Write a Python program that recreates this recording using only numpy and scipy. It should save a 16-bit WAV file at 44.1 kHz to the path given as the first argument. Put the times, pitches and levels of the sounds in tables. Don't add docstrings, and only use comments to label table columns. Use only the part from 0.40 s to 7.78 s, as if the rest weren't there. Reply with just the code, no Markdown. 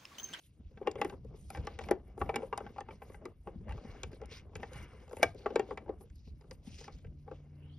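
import sys
import numpy as np
from scipy import signal
from scipy.fft import rfft, irfft, next_fast_len
from scipy.io import wavfile

SR = 44100
rng = np.random.default_rng(int(sys.argv[2]) if len(sys.argv) > 2 else 0)


def generate_wav(signal):
    frames = np.transpose(np.atleast_2d(signal))
    scaled = np.clip(frames, -1, 1) * 32767
    pcm = np.round(scaled).astype(np.int16)
    wavfile.write(sys.argv[1], SR, pcm)


def convert_level_to_amplitude(level_db):
    exponent = np.asarray(level_db, float) / 20
    return 10 ** exponent


N = 325458
RING = 3072

# start_s, arm_peak_db, weight_db (sill over arm), sharpness_db (pins over arm), clack_db (more in the cover)
HANDLE_KNOCKS = [(0.206, -90, 24, -12, -7), (0.414, -62.5, 30.5, -32, -1), (0.615, -22, -4.5, -24.5, 1),
                 (0.6475, -35.5, 10.5, -14, -3), (0.7234, -54.5, 14.5, -24, -0.5),
                 (0.8478, -71, 27, -3, -12), (1.1031, -42, -12.5, -7, 9), (1.511, -28, 12.5, -14.5, -0.5),
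                 (1.7782, -57.5, 20.5, -10, 5.5), (1.9592, -26, -1.5, -11, -1), (2.1772, -37.5, -3, -5, 8),
                 (2.6198, -44.5, -1, -29, 1.5), (2.7446, -42.5, -9, -39, -2),
                 (2.855, -40.5, 4.5, -12.5, -3), (3.2816, -49, -8, -32, 9), (3.2931, -42.5, -18, -24, 7),
                 (3.3088, -42, -11, -26, 5), (3.3221, -39, -29, -26.5, 1), (4.3334, -49.5, -15, -4, 1),
                 (4.7306, -49.5, 15, -9.5, -2), (4.7685, -42.5, 1, -9.5, -1), (4.8299, -26, -2, -2, -6),
                 (4.9472, -62.5, 23.5, -4.5, -19), (5.6092, -65, 18, -3.5, -1)]
GEAR_KNOCKS = [(0.4267, -61, -6, -29, 0), (0.4723, -27, 5.5, -23, -3), (0.5559, -43.5, 8.5, -18, -7),
               (1.41, -52, -3.5, -20, 8.5), (1.815, -33, 5, -32, 2), (1.8925, -30, 2, -30.5, -1.5),
               (2.0297, -52, 19.5, -27, -1), (2.1278, -33.5, 2, -39, 1.5), (2.2046, -47.5, 12.5, -27, 1),
               (2.3619, -56, 1, -25, 8), (2.383, -46, -8, -11, 10), (2.4064, -39.5, -2.5, -11, -6),
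               (2.4866, -45, 2.5, -39, -1), (3.0723, -47.5, 11, -35, 4), (3.8164, -51.5, 12, -7, -6),
               (4.6797, -59, 2, -7, -0.5), (5.0601, -31.5, 8, -38.5, -1), (5.1042, -43, 10.5, -25, -4),
               (5.1955, -29.5, 8.5, -13.5, -3), (5.3084, -41.5, 10, -20, -1.5), (5.3211, -55, 20, -31, 2.5),
               (5.4799, -58, 6, -30, 4), (5.4919, -54, 29, -31, 4), (6.8784, -60, 15, -25, 3.5),
               (6.9133, -51.5, 16, -22.5, -3)]
ARM_KNOCKS = [(0.3735, -48, -3, -44, 0), (0.5141, -50.5, 7, 3.5, -12), (0.5864, -51.5, 12, -17, -1),
              (0.6978, -41, -4, -11, -1), (1.1485, -37, -24, -20, 9), (1.1584, -40.5, -19, -25, 2),
              (1.1726, -42, 0, -14, 1), (1.271, -33.5, -5, -8.5, 4.5), (1.3899, -32, -6, -10, -2),
              (1.4386, -43, -12, -7, 1), (1.4872, -35, -2.5, -20, 4.5), (1.942, -30, -6.5, -34, 1),
              (2.2651, -42, -8.5, -37, 5.5), (3.6337, -33.5, -7, -1, -4), (4.155, -34.5, -3.5, -11.5, -10),
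              (4.2314, -33, -10, -22, 6.5), (5.1581, -23, 7, -13.5, 1), (5.3747, -33.5, -5.5, -21, 2.5),
              (5.7003, -61.5, -39.5, -7, -4), (6.0107, -60, -4, -4.5, 3.5), (6.111, -42.5, -2, -2.5, -4.5),
              (6.2711, -59.5, 3.5, -3, -1), (6.4094, -56, 9, -12.5, 0.5), (6.4431, -45.5, -13, -5, -10),
              (6.48, -42.5, -4, -23, 5.5), (6.6467, -51, 3, -27, -11)]
TICKS = [(.312, -77.5, 20, -22, -3), (.737, -59.5, 13, -25, 4.5), (.909, -76, 24, -20, 3),
         (.941, -68.5, 21.5, -20, 4), (1.596, -66, 8, -25, -2), (1.803, -53.5, 15, -21, -5),
         (1.861, -53, 2, -15, 4), (1.935, -57, 19, -23.5, -4), (2.021, -49.5, 11.5, -22, 2),
         (2.236, -60, 10, -24, -5), (2.508, -43, -4.5, -32, -6), (2.698, -57.5, 12, -31, -2),
         (2.721, -57, -6, -15, -5), (2.815, -64, 15.5, -27, 0), (3.085, -56, 14.5, -30, -6),
         (3.208, -72, 18.5, -27, -3), (3.378, -52.5, 2, -15, 1.5), (3.449, -60.5, 12.5, -25, 4),
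         (3.546, -55.5, 3, -13, 1), (3.731, -50, 6.5, -12, -20), (3.835, -53, 4, -25, 0.5),
         (3.915, -61.5, 15, -20, -7), (4.093, -67, 8, -21, -3), (4.132, -67, 10, -22, 6),
         (4.204, -54, -4, -12, -3), (4.315, -60.5, 13.5, -13, -4), (4.356, -52, -14, -15, 4),
         (4.695, -60, 10, 0, -4), (4.712, -55.5, 10, -5.5, 4), (4.797, -59, 20.5, -13.5, -5.5),
         (4.991, -65, 2, 2.5, -7), (5.006, -64.5, 0, -7, -1), (5.12, -59, 22, -21, -7.5),
         (5.288, -63, 20, -18, -2), (5.417, -61.5, 14, -21.5, -5), (5.46, -61.5, 13.5, -19.5, 3),
         (5.874, -71.5, 15, -20, 2.5), (6.042, -70.5, 15, -15, 4), (6.388, -63, 6, -4, -8),
         (6.587, -62, -12, -2.5, -13)]
MORE_TICKS = [(.428, -54, -5, -30, -5), (.466, -48.5, 8, -25, 1), (.487, -58, 24, -30, -3),
              (1.252, -65.5, -10, 4, -10), (1.808, -50, 8, -30, 2), (3.717, -60, 0, -9, -5),
              (3.858, -65.5, -10, 5.5, -10), (4.166, -58.5, -7, 3, -10), (4.824, -41, 0.5, -14.5, 1),
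              (4.833, -48, 22.5, -30.5, -10), (5.757, -78, -10, 9, -10), (6.02, -67, 7, -18, 1),
              (6.668, -58, 0, -25, -14)]
# cover_db, share of weight_db felt by the cover, washers_over_pins_db
HANDLE_REACH = (1, 0.54, -1)
GEAR_REACH = (5.05, 0.29, -15)
ARM_REACH = (-3.5, 0.34, -25.5)
TICK_REACH = (2, 0.24, -16.5)
# pitch_hz, level_db, t60_s
SILL_MODES = [(299, -14.5, 0.057), (398, 0.5, 0.028), (435.8, 13, 0.026), (478.9, -3.5, 0.044)]
COVER_MODES = [(690.6, -7.5, 0.057), (801.6, 3, 0.028), (926.6, -0.5, 0.028), (1201, -4, 0.023)]
ARM_MODES = [(1561, -0.5, 0.03), (1809, -3.5, 0.032), (2027, 7, 0.015), (2319, 3, 0.019), (2690, -6, 0.043),
             (2990, -11, 0.045), (3380, -17, 0.046)]
PIN_MODES = [(3820, -5.5, 0.017), (4950, -0.5, 0.0098), (5386, -4.5, 0.0067), (5970, 2, 0.0041),
             (7000, 2.5, 0.0091)]
WASHER_MODES = [(6900, -7, 0.023), (8530, 3, 0.0099), (10500, -5.5, 0.0027), (11140, -3.5, 0.015),
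                (11200, -7, 0.0042)]
# start_s, peak_db
STOP_SLAM = (4.8290, -8.5)
# pitch_hz, level_db, t60_s
STOP_MODES = [(411, -4, 0.048), (677, 6, 0.05), (735, -3, 0.025), (1210, -10, 0.053), (1590, -4, 0.053),
              (1823, -6, 0.034), (2282, 8, .02), (2980, -10, 0.045), (3484, -9, 0.033), (1075, -10, 0.04),
              (5950, 3, 0.01), (9300, -3, 0.006)]
# start_s, peak_db, pitch_hz
THUMPS = [(1.18, -35, 68), (1.412, -39, 71.4), (1.811, -34.5, 79.4), (2.707, -58, 68), (3.068, -46, 185),
          (3.155, -40, 201), (3.285, -37, 64), (3.32, -40.5, 66), (3.441, -50, 72), (3.446, -43, 219),
          (5.491, -45, 294), (5.87, -49.5, 210.2), (3.643, -43, 73), (3.844, -43.5, 69.4),
          (4.152, -40.5, 98), (4.353, -39, 123), (4.838, -42.5, 73), (5.884, -48, 115),
          (6.135, -51.5, 70.7), (6.272, -40, 213.9), (6.529, -46, 58.1), (6.655, -41, 116),
          (0.198, -50.5, 214), (2.715, -52.5, 152)]

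# start_s, length_s, level_db, load_db (more in the gear teeth)
SLIDES = [(0.194, 0.021, -94, 9), (0.333, .04, -90, 10.5), (0.456, .05, -75, 3), (0.584, 0.065, -60, 1),
          (0.737, 0.041, -85, 11), (0.925, 0.051, -80.5, 12), (1.149, 0.17, -64.5, 3),
          (1.41, 0.07, -65, 5.5), (1.678, 0.042, -74, 5), (1.83, 0.072, -65.5, 6),
          (1.98, 0.027, -60.5, 5.5), (2.159, 0.13, -68.5, 6), (2.376, 0.027, -70, 4),
          (2.483, 0.054, -69.5, 4.5), (2.644, 0.11, -71, 0), (2.829, 0.038, -72.5, 10.5),
          (3.09, 0.021, -72.5, 6), (3.287, 0.035, -62.5, -2), (3.354, 0.093, -67.5, 4),
          (3.48, 0.13, -62, -3), (3.719, 0.007, -72, 8.5), (3.833, 0.019, -62, -3.5),
          (3.924, 0.041, -61.5, -10.5), (4.035, .11, -86.5, 17.5), (4.18, 0.16, -71, 7),
          (4.326, 0.12, -57, -9.5), (4.44, 0.2, -65, -3.5), (4.804, 0.017, -59.5, -0.5),
          (5, 0.29, -69.5, 5), (5.355, 0.25, -82.5, 9), (6.049, 0.043, -87, 10), (6.271, 0.054, -74.5, 0.5),
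          (6.397, 0.1, -70, 1.5), (6.5, .06, -77, 0), (6.893, 0.092, -76, -8), (6.965, 0.58, -79, 2.5)]
# pitch_hz, level_db, t60_s
TRACK_MODES = [(1010, -3.5, 0.023), (1530, 2.5, 0.011), (1830, -5, 0.034), (2066, -0.5, 0.032),
               (2270, -0.5, 0.032), (2840, -5, 0.041)]
# pitch_hz, level_db (per Hz)
GRIND_SPECTRUM = [(120, -34), (200, -2), (226, -5.5), (296, -14), (437, -6.5), (754, -18), (1400, -28.5),
                  (1820, -57), (3080, -120)]
SLIDE_SPECTRUM = [(530, -19.5), (900, -6), (1520, -1), (1670, -8), (2260, -16), (2540, -9), (2810, -5),
                  (3600, -18), (4680, -50), (7920, -120)]

# start_s, length_s, level_db, dryness_db (sheen over skin)
RUBS = [(0, 0.065, -73.5, -10), (0.593, 0.15, -75.5, -8), (0.961, 0.21, -73, -6.5), (1.118, 0.23, -70, -22),
        (1.415, 0.043, -63, -13.5), (1.794, 0.11, -75.5, -4), (1.985, 0.088, -75.5, -8.5),
        (2.158, 0.24, -78, -18), (2.52, 0.014, -73.5, -8), (2.631, 0.12, -77, -2), (2.872, .03, -88, -5),
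        (3.069, 0.02, -81, -6), (3.297, 0.38, -73, -19), (3.725, 0.023, -71.5, -9),
        (3.916, 0.058, -56, -24.5), (4.155, 0.13, -70.5, -17.5), (4.329, 0.11, -66.5, -9.5),
        (4.483, 0.18, -77, -13), (4.72, 0.13, -74.5, -2.5), (4.831, 0.054, -64.5, -11),
        (4.966, 0.36, -72, -18), (5.613, 0.0091, -79, -2), (5.761, 0.033, -82.5, -3),
        (5.855, 0.025, -76, -19), (6.124, 0.015, -72, -9.5), (6.238, 0.031, -71, -18),
        (6.277, 0.074, -61.5, -23), (6.388, 0.03, -53, -31), (6.442, 0.016, -60, -30),
        (6.525, 0.059, -70, -24), (6.917, 0.071, -78, -32)]
# start_s, length_s, level_db
SWISHES = [
    (5.768, 0.038, -74.5),
    (5.852, 0.038, -70),
]
# pitch_hz, level_db (per Hz)
SKIN_SPECTRUM = [(1300, -31), (1900, -11.5), (2900, -0.5), (3750, -6.5), (4800, -2.5), (7000, -13),
                 (9100, -44), (15400, -120)]
SHEEN_SPECTRUM = [(6000, -22), (7500, -0.5), (9000, -4.5), (11000, -10.5), (12500, -1), (13500, -13.5),
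                  (16000, -40)]
SLEEVE_SPECTRUM = [(2800, -25.5), (3600, -7), (4500, 0), (5900, -6), (7000, -24), (8000, -60)]

# time_s, level_db
GRIP = [
    (0.0, -60.5),
    (0.61, -51),
    (7.38, -55),
]
# pitch_hz, level_db (per Hz)
RUMBLE_SPECTRUM = [(12, -36.5), (20, -11.5), (60, 7), (183, -7), (248, -16.5), (292, -13), (320, -17.5),
                   (420, -35), (700, -120)]
# pitch_hz, level_db (rms)
MOTOR_LINES = [(86.1, -58.5), (145.3, -58), (231.5, -73.5), (290.7, -74.5)]
# time_s, level_db
MOTOR_SWELL = [(6.2, -15), (6.6, -2.5), (7.0, 1.5), (7.38, 6.5)]
# start_s, length_s, level_db, from_hz, to_hz
BIRD_NOTES = [
    (7.23, 0.14, -69.5, 2760, 3350),
    (7.32, 0.035, -76, 3900, 4700),
]

# pitch_hz, likeness (0 to 1)
LIKENESS = [(40, .96), (300, .94), (1100, .6), (2000, .88), (4000, .7), (6500, .8), (7700, 1), (9300, .65),
            (11000, 1), (12700, .5)]
# pitch_hz, share (0 to 1)
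MERGED_SHARE = [(120, 0), (250, .3), (6700, .3), (7100, 1), (8400, 1), (8900, .2), (9800, .2), (10300, 1),
                (11700, 1), (12200, 0)]
# pitch_hz, lead_rad
LEFT_LEAD = [(0, 0), (1600, -.1), (2800, 1.1), (3900, 1.6), (4400, 1.5), (4850, -.4), (5500, .4),
             (7250, 2.95), (8300, 3.3), (10300, 2 * np.pi), (11800, 2 * np.pi), (13300, 3 * np.pi)]
# pitch_hz, level_db
LEFT_OVER_RIGHT = [(40, 0), (200, 1), (400, 3), (700, 4), (1200, 2.3), (2100, 1.2), (3900, .2), (6000, 0)]

RISE_DB_PER_S, FALL_DB_PER_S = 265.5, 194
RUB_RISE_DB_PER_S, RUB_FALL_DB_PER_S = 699.5, 399
JOLT_RISE_DB_PER_S = 695


def every_knock():
    kinds = [(HANDLE_KNOCKS, HANDLE_REACH), (GEAR_KNOCKS, GEAR_REACH), (ARM_KNOCKS, ARM_REACH)]
    return np.transpose(sorted((*row, *reach) for rows, reach in kinds for row in rows))


def struck(modes, contact_s, chatter_s, crack_db, tail_db, tail_t60, count, uneven=1):
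    t = np.arange(RING) / SR
    chatter = rng.standard_normal((count, RING)) ** 3 * np.exp(-t / chatter_s)
    chance = uneven * rng.standard_normal((count, len(modes), 2))
    hz, level_db, t60 = np.transpose(modes)
    tuning = hz * (1 + 0.026 * chance[..., 0])
    strength = convert_level_to_amplitude(level_db + 3.9 * chance[..., 1])
    swell = (1 - np.exp(-t / contact_s)) ** 2
    body = 0
    for k in range(len(hz)):
        tone = np.sin(2 * np.pi * tuning[:, k, None] * t)
        body = body + strength[:, k, None] * convert_level_to_amplitude(-60 * t / t60[k]) * tone
    rings = peak_one(signal.fftconvolve(chatter, body * swell, axes=1)[:, :RING])
    dying = convert_level_to_amplitude(crack_db - 60 * t / t60.mean()) + convert_level_to_amplitude(tail_db - 60 * t / tail_t60)
    band = signal.butter(2, [hz[0] * 0.77, hz[-1] * 0.9], "band", fs=SR, output="sos")
    crack = signal.sosfilt(band, rng.standard_normal((count, RING)) * dying * swell)
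    crack = crack * np.sqrt(SR / 8 / (hz[-1] - hz[0]))
    return peak_one(rings + crack) * np.cos(np.pi / 2 * t / t[-1])


def five_bodies(arm_db, weight_db, sharp_db, clack_db, to_cover_db, felt, to_washers_db):
    n = len(arm_db)
    sill_db = arm_db + weight_db
    cover_db = arm_db + felt * weight_db + to_cover_db + clack_db
    pins_db = arm_db + sharp_db
    washers_db = pins_db + to_washers_db
    sill = convert_level_to_amplitude(sill_db - 0.5) * struck(SILL_MODES, 0.0096, 0.0034, -16.0, -30.5, 0.13, count=n)
    cover = convert_level_to_amplitude(cover_db - 0.1) * struck(COVER_MODES, 0.00076, 0.0018, -0.025, -24.0, 0.17, count=n)
    arm = convert_level_to_amplitude(arm_db - 3.5) * struck(ARM_MODES, 0.00068, 0.00016, -3.5, -25.5, 0.21, count=n)
    pins = convert_level_to_amplitude(pins_db + 5.5) * struck(PIN_MODES, 0.000085, 0.0011, -1.2, -28.5, 0.086, count=n)
    washers = convert_level_to_amplitude(washers_db + 6.0) * struck(WASHER_MODES, 0.0001, 0.0015, -1.3, -31.0, 0.055, count=n)
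    return sill + cover + arm + pins + washers


def slack_knocks(columns):
    start, *mix = columns[..., None]
    return laid_out(start[:, 0] - 0.0008, five_bodies(*mix))


def with_reach(rows, reach):
    return np.transpose([(*row, *reach) for row in rows])


def end_stop():
    start, peak_db = STOP_SLAM
    slam = struck(STOP_MODES, 0.0006, 0.00004, -14.5, -29.5, 0.04, count=1, uneven=0.078)
    return laid_out(np.array([start]), convert_level_to_amplitude(peak_db) * slam)


def thumps():
    start, peak_db, hz = np.transpose(THUMPS)[..., None]
    cycles = hz * np.arange(RING) / SR
    swell = np.sin(np.pi * np.clip(cycles / 3.35, 0, 1) ** 0.67) ** 2
    return laid_out(start[:, 0], convert_level_to_amplitude(peak_db) * np.sin(2 * np.pi * cycles) * swell)


def grind():
    start, length, slide_db, load_db = np.transpose(SLIDES)
    under_load = strokes(start, length, slide_db + load_db + 9.5, -78.5)
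    knock_s, arm_db, weight_db = every_knock()[:3]
    after_knock_db = 0.57 * (arm_db + weight_db) - 32.5
    round_knocks = strokes(knock_s, 0 * knock_s, after_knock_db, -99, JOLT_RISE_DB_PER_S)
    teeth = rattle(SILL_MODES + COVER_MODES, per_s=130, spread_db=2.5, ring_on=0.41)
    teeth = rms_one(signal.lfilter([0.1], [1, -0.9], teeth))
    texture = banded_noise(GRIND_SPECTRUM, patchy_db=3.5, grain_db=3.5) + convert_level_to_amplitude(-5.5) * teeth
    return np.hypot(under_load, round_knocks) * convert_level_to_amplitude(-3.5) * texture


def slider():
    start, length, level_db, _ = np.transpose(SLIDES)
    grit = convert_level_to_amplitude(3) * rattle(TRACK_MODES, per_s=1500, spread_db=3.0, ring_on=1)
    scrape = banded_noise(SLIDE_SPECTRUM, patchy_db=1.5, grain_db=1.0)
    return strokes(start, length, level_db, -88.5) * convert_level_to_amplitude(-7.5) * (scrape + grit)


def rubbing():
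    start, length, level_db, dry_db = np.transpose(RUBS)
    pace = RUB_RISE_DB_PER_S, RUB_FALL_DB_PER_S
    skin = strokes(start, length, level_db, -85, *pace)
    skin = skin * banded_noise(SKIN_SPECTRUM, patchy_db=3.0, grain_db=2.0)
    sheen = strokes(start, length, level_db + dry_db, -99, *pace) * convert_level_to_amplitude(8.5)
    sheen = sheen * banded_noise(SHEEN_SPECTRUM, patchy_db=4.5, grain_db=2.0)
    return skin + sheen


def sleeve():
    swish = strokes(*np.transpose(SWISHES), -130, RUB_RISE_DB_PER_S, RUB_RISE_DB_PER_S)
    return swish * banded_noise(SLEEVE_SPECTRUM, patchy_db=3.0, grain_db=2.5)


def rumble():
    start, peak_db, _ = np.transpose(THUMPS)
    grip = convert_level_to_amplitude(in_time(GRIP)[0] - 2.0)
    shake_s = np.full(len(start), 0.069)
    after_thumps = strokes(start, shake_s, peak_db - 8.5, -99, JOLT_RISE_DB_PER_S)
    return np.hypot(grip, after_thumps) * banded_noise(RUMBLE_SPECTRUM, patchy_db=2.5, grain_db=3.5)


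def recess(x, wet_db, t60, cut_hz):
    t = np.arange(RING * 2) / SR
    echo = rng.standard_normal((2, len(t))) * convert_level_to_amplitude(-60 * t / t60) * (t > 0.003)
    echo = echo + 0.74 * (echo.mean(axis=0) - echo)
    echo = signal.lfilter(*signal.butter(1, cut_hz, fs=SR), echo)
    return convert_level_to_amplitude(wet_db) * signal.fftconvolve(x, rms_one(echo) / np.sqrt(len(t)), axes=1)[:, :N]


def motor():
    lines = 0
    for hz, level_db in MOTOR_LINES:
        phase = 2 * np.pi * np.cumsum(hz + 0.3 * drift(2.2)) / SR
        lines = lines + convert_level_to_amplitude(level_db + 2.0 + 0.6 * drift(5)) * np.sin(phase)
    return lines * convert_level_to_amplitude(in_time(MOTOR_SWELL)[0])


def bird():
    t, out = np.arange(N) / SR, 0
    for start, length, level_db, from_hz, to_hz in BIRD_NOTES:
        hz = np.interp(t, [start, start + length], [from_hz, to_hz])
        blur = rms_one(signal.lfilter(*signal.butter(2, 220, fs=SR), rng.standard_normal((2, N))))
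        gain = strokes(*np.array([[start], [length], [level_db]]), -130)
        out = out + gain * blur * np.sin(2 * np.pi * np.cumsum(hz) / SR)
    return out


def banded_noise(spectrum, patchy_db, grain_db):
    lowest, highest = spectrum[1][0], spectrum[-3][0]
    edges = lowest * 2 ** np.arange(-1 / 3, np.log2(highest / lowest) + 0.5, 1 / 3)
    out, together = 0, drift(11)
    white = rng.standard_normal((2, 2, N)) * convert_level_to_amplitude(grain_db * drift(150))
    for k, (low, high) in enumerate(zip(edges, edges[1:])):
        band = signal.butter(2, [low, high], "band", fs=SR, output="sos")
        same, other = signal.sosfilt(band, white[k % 2])
        hz = np.sqrt(low * high)
        alike = np.clip(at_hz(LIKENESS, hz), 0, 1)
        gain = convert_level_to_amplitude(at_hz(spectrum, hz) + patchy_db * (0.66 * together + drift(15)))
        out = out + gain * (np.sqrt(1 + alike) * same + np.sqrt(1 - alike) * other * [[1], [-1]])
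    return rms_one(out)


def rattle(modes, per_s, spread_db, ring_on):
    sizes = convert_level_to_amplitude(spread_db * np.minimum(rng.exponential(1, N), 5)) * rng.choice([-1, 1], N)
    caught = rng.random(N) < per_s * convert_level_to_amplitude(5 * drift(12)) / SR
    catches = sizes * caught + 1e-18
    out = 0
    for k, (hz, level_db, t60) in enumerate(modes):
        r = convert_level_to_amplitude(-60 / (ring_on * t60 * SR))
        w = 2 * np.pi * hz / SR
        push = (-1) ** k * convert_level_to_amplitude(level_db) * np.sin(w)
        out = out + signal.lfilter([0, push], [1, -2 * r * np.cos(w), r * r], catches)
    return rms_one(out)


def strokes(start, length, level_db, rest_db, rise_db=RISE_DB_PER_S, fall_db=FALL_DB_PER_S):
    t = np.arange(0, N, 64) / SR
    before = rise_db * np.maximum(start[:, None] - t, 0)
    after = fall_db * np.maximum(t - (start + length)[:, None], 0)
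    power = convert_level_to_amplitude(level_db[:, None] - before - after) ** 2
    return np.interp(np.arange(N) / SR, t, np.sqrt(power.sum(axis=0) + convert_level_to_amplitude(rest_db) ** 2))


def drift(rate):
    r = np.exp(-80 * np.pi * rate / SR)
    slow = signal.lfilter([1], [1, -2 * r, r * r], rng.standard_normal(N // 40 + 2002))[2000:]
    return np.interp(np.arange(N) / 40, np.arange(len(slow)), rms_one(slow))


def laid_out(times, sounds):
    out = np.zeros((2, N + RING))
    sides_db = 0.4 * rng.standard_normal(len(times))
    for start, sound, side_db in zip((times * SR).astype(int), sounds, sides_db):
        out[:, start:start + RING] += sound * convert_level_to_amplitude(side_db * np.array([[1], [-1]]))
    return out[:, :N]


def in_time(rows):
    s, *columns = np.transpose(rows)
    return [np.interp(np.arange(N) / SR, s, c) for c in columns]


def at_hz(points, hz):
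    table_hz, values = np.transpose(points)
    return np.interp(np.log(hz), np.log(table_hz), values)


def rms_one(x):
    return x / np.sqrt(np.mean(x ** 2) + 1e-20)


def peak_one(x):
    return x / np.abs(x).max(axis=1)[:, None]


def merged(x):
    size = next_fast_len(N)
    both = rfft(x, size)
    share = np.interp(np.fft.rfftfreq(size, 1 / SR), *np.transpose(MERGED_SHARE))
    return irfft(both + share * (both.mean(axis=0) - both), size)[:, :N]


def scene():
    hits = slack_knocks(every_knock()) + slack_knocks(with_reach(TICKS, TICK_REACH)) + end_stop() + thumps()
    near_echo = recess(hits, wet_db=-14.5, t60=0.016, cut_hz=2100)
    far_echo = recess(hits, wet_db=-21, t60=0.17, cut_hz=2300)
    more_ticks = slack_knocks(with_reach(MORE_TICKS, HANDLE_REACH))
    spread = grind() + slider() + rubbing() + sleeve() + rumble() + motor() + bird()
    return hits + near_echo + far_echo + more_ticks + merged(spread)


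def low_pass(x):
    return signal.sosfilt(signal.butter(12, 13230, fs=SR, output="sos"), x)


def record(dry):
    size = next_fast_len(N)
    hz = np.fft.rfftfreq(size, 1 / SR)
    lead = np.interp(hz, *np.transpose(LEFT_LEAD))
    half = convert_level_to_amplitude(at_hz(LEFT_OVER_RIGHT, hz + 1) / 2) * np.exp(0.5j * lead)
    ports = irfft(rfft(dry, size) * [half, 1 / half], size)[:, :N]
    return low_pass(ports)


dry = scene()
out = record(dry)
generate_wav(out)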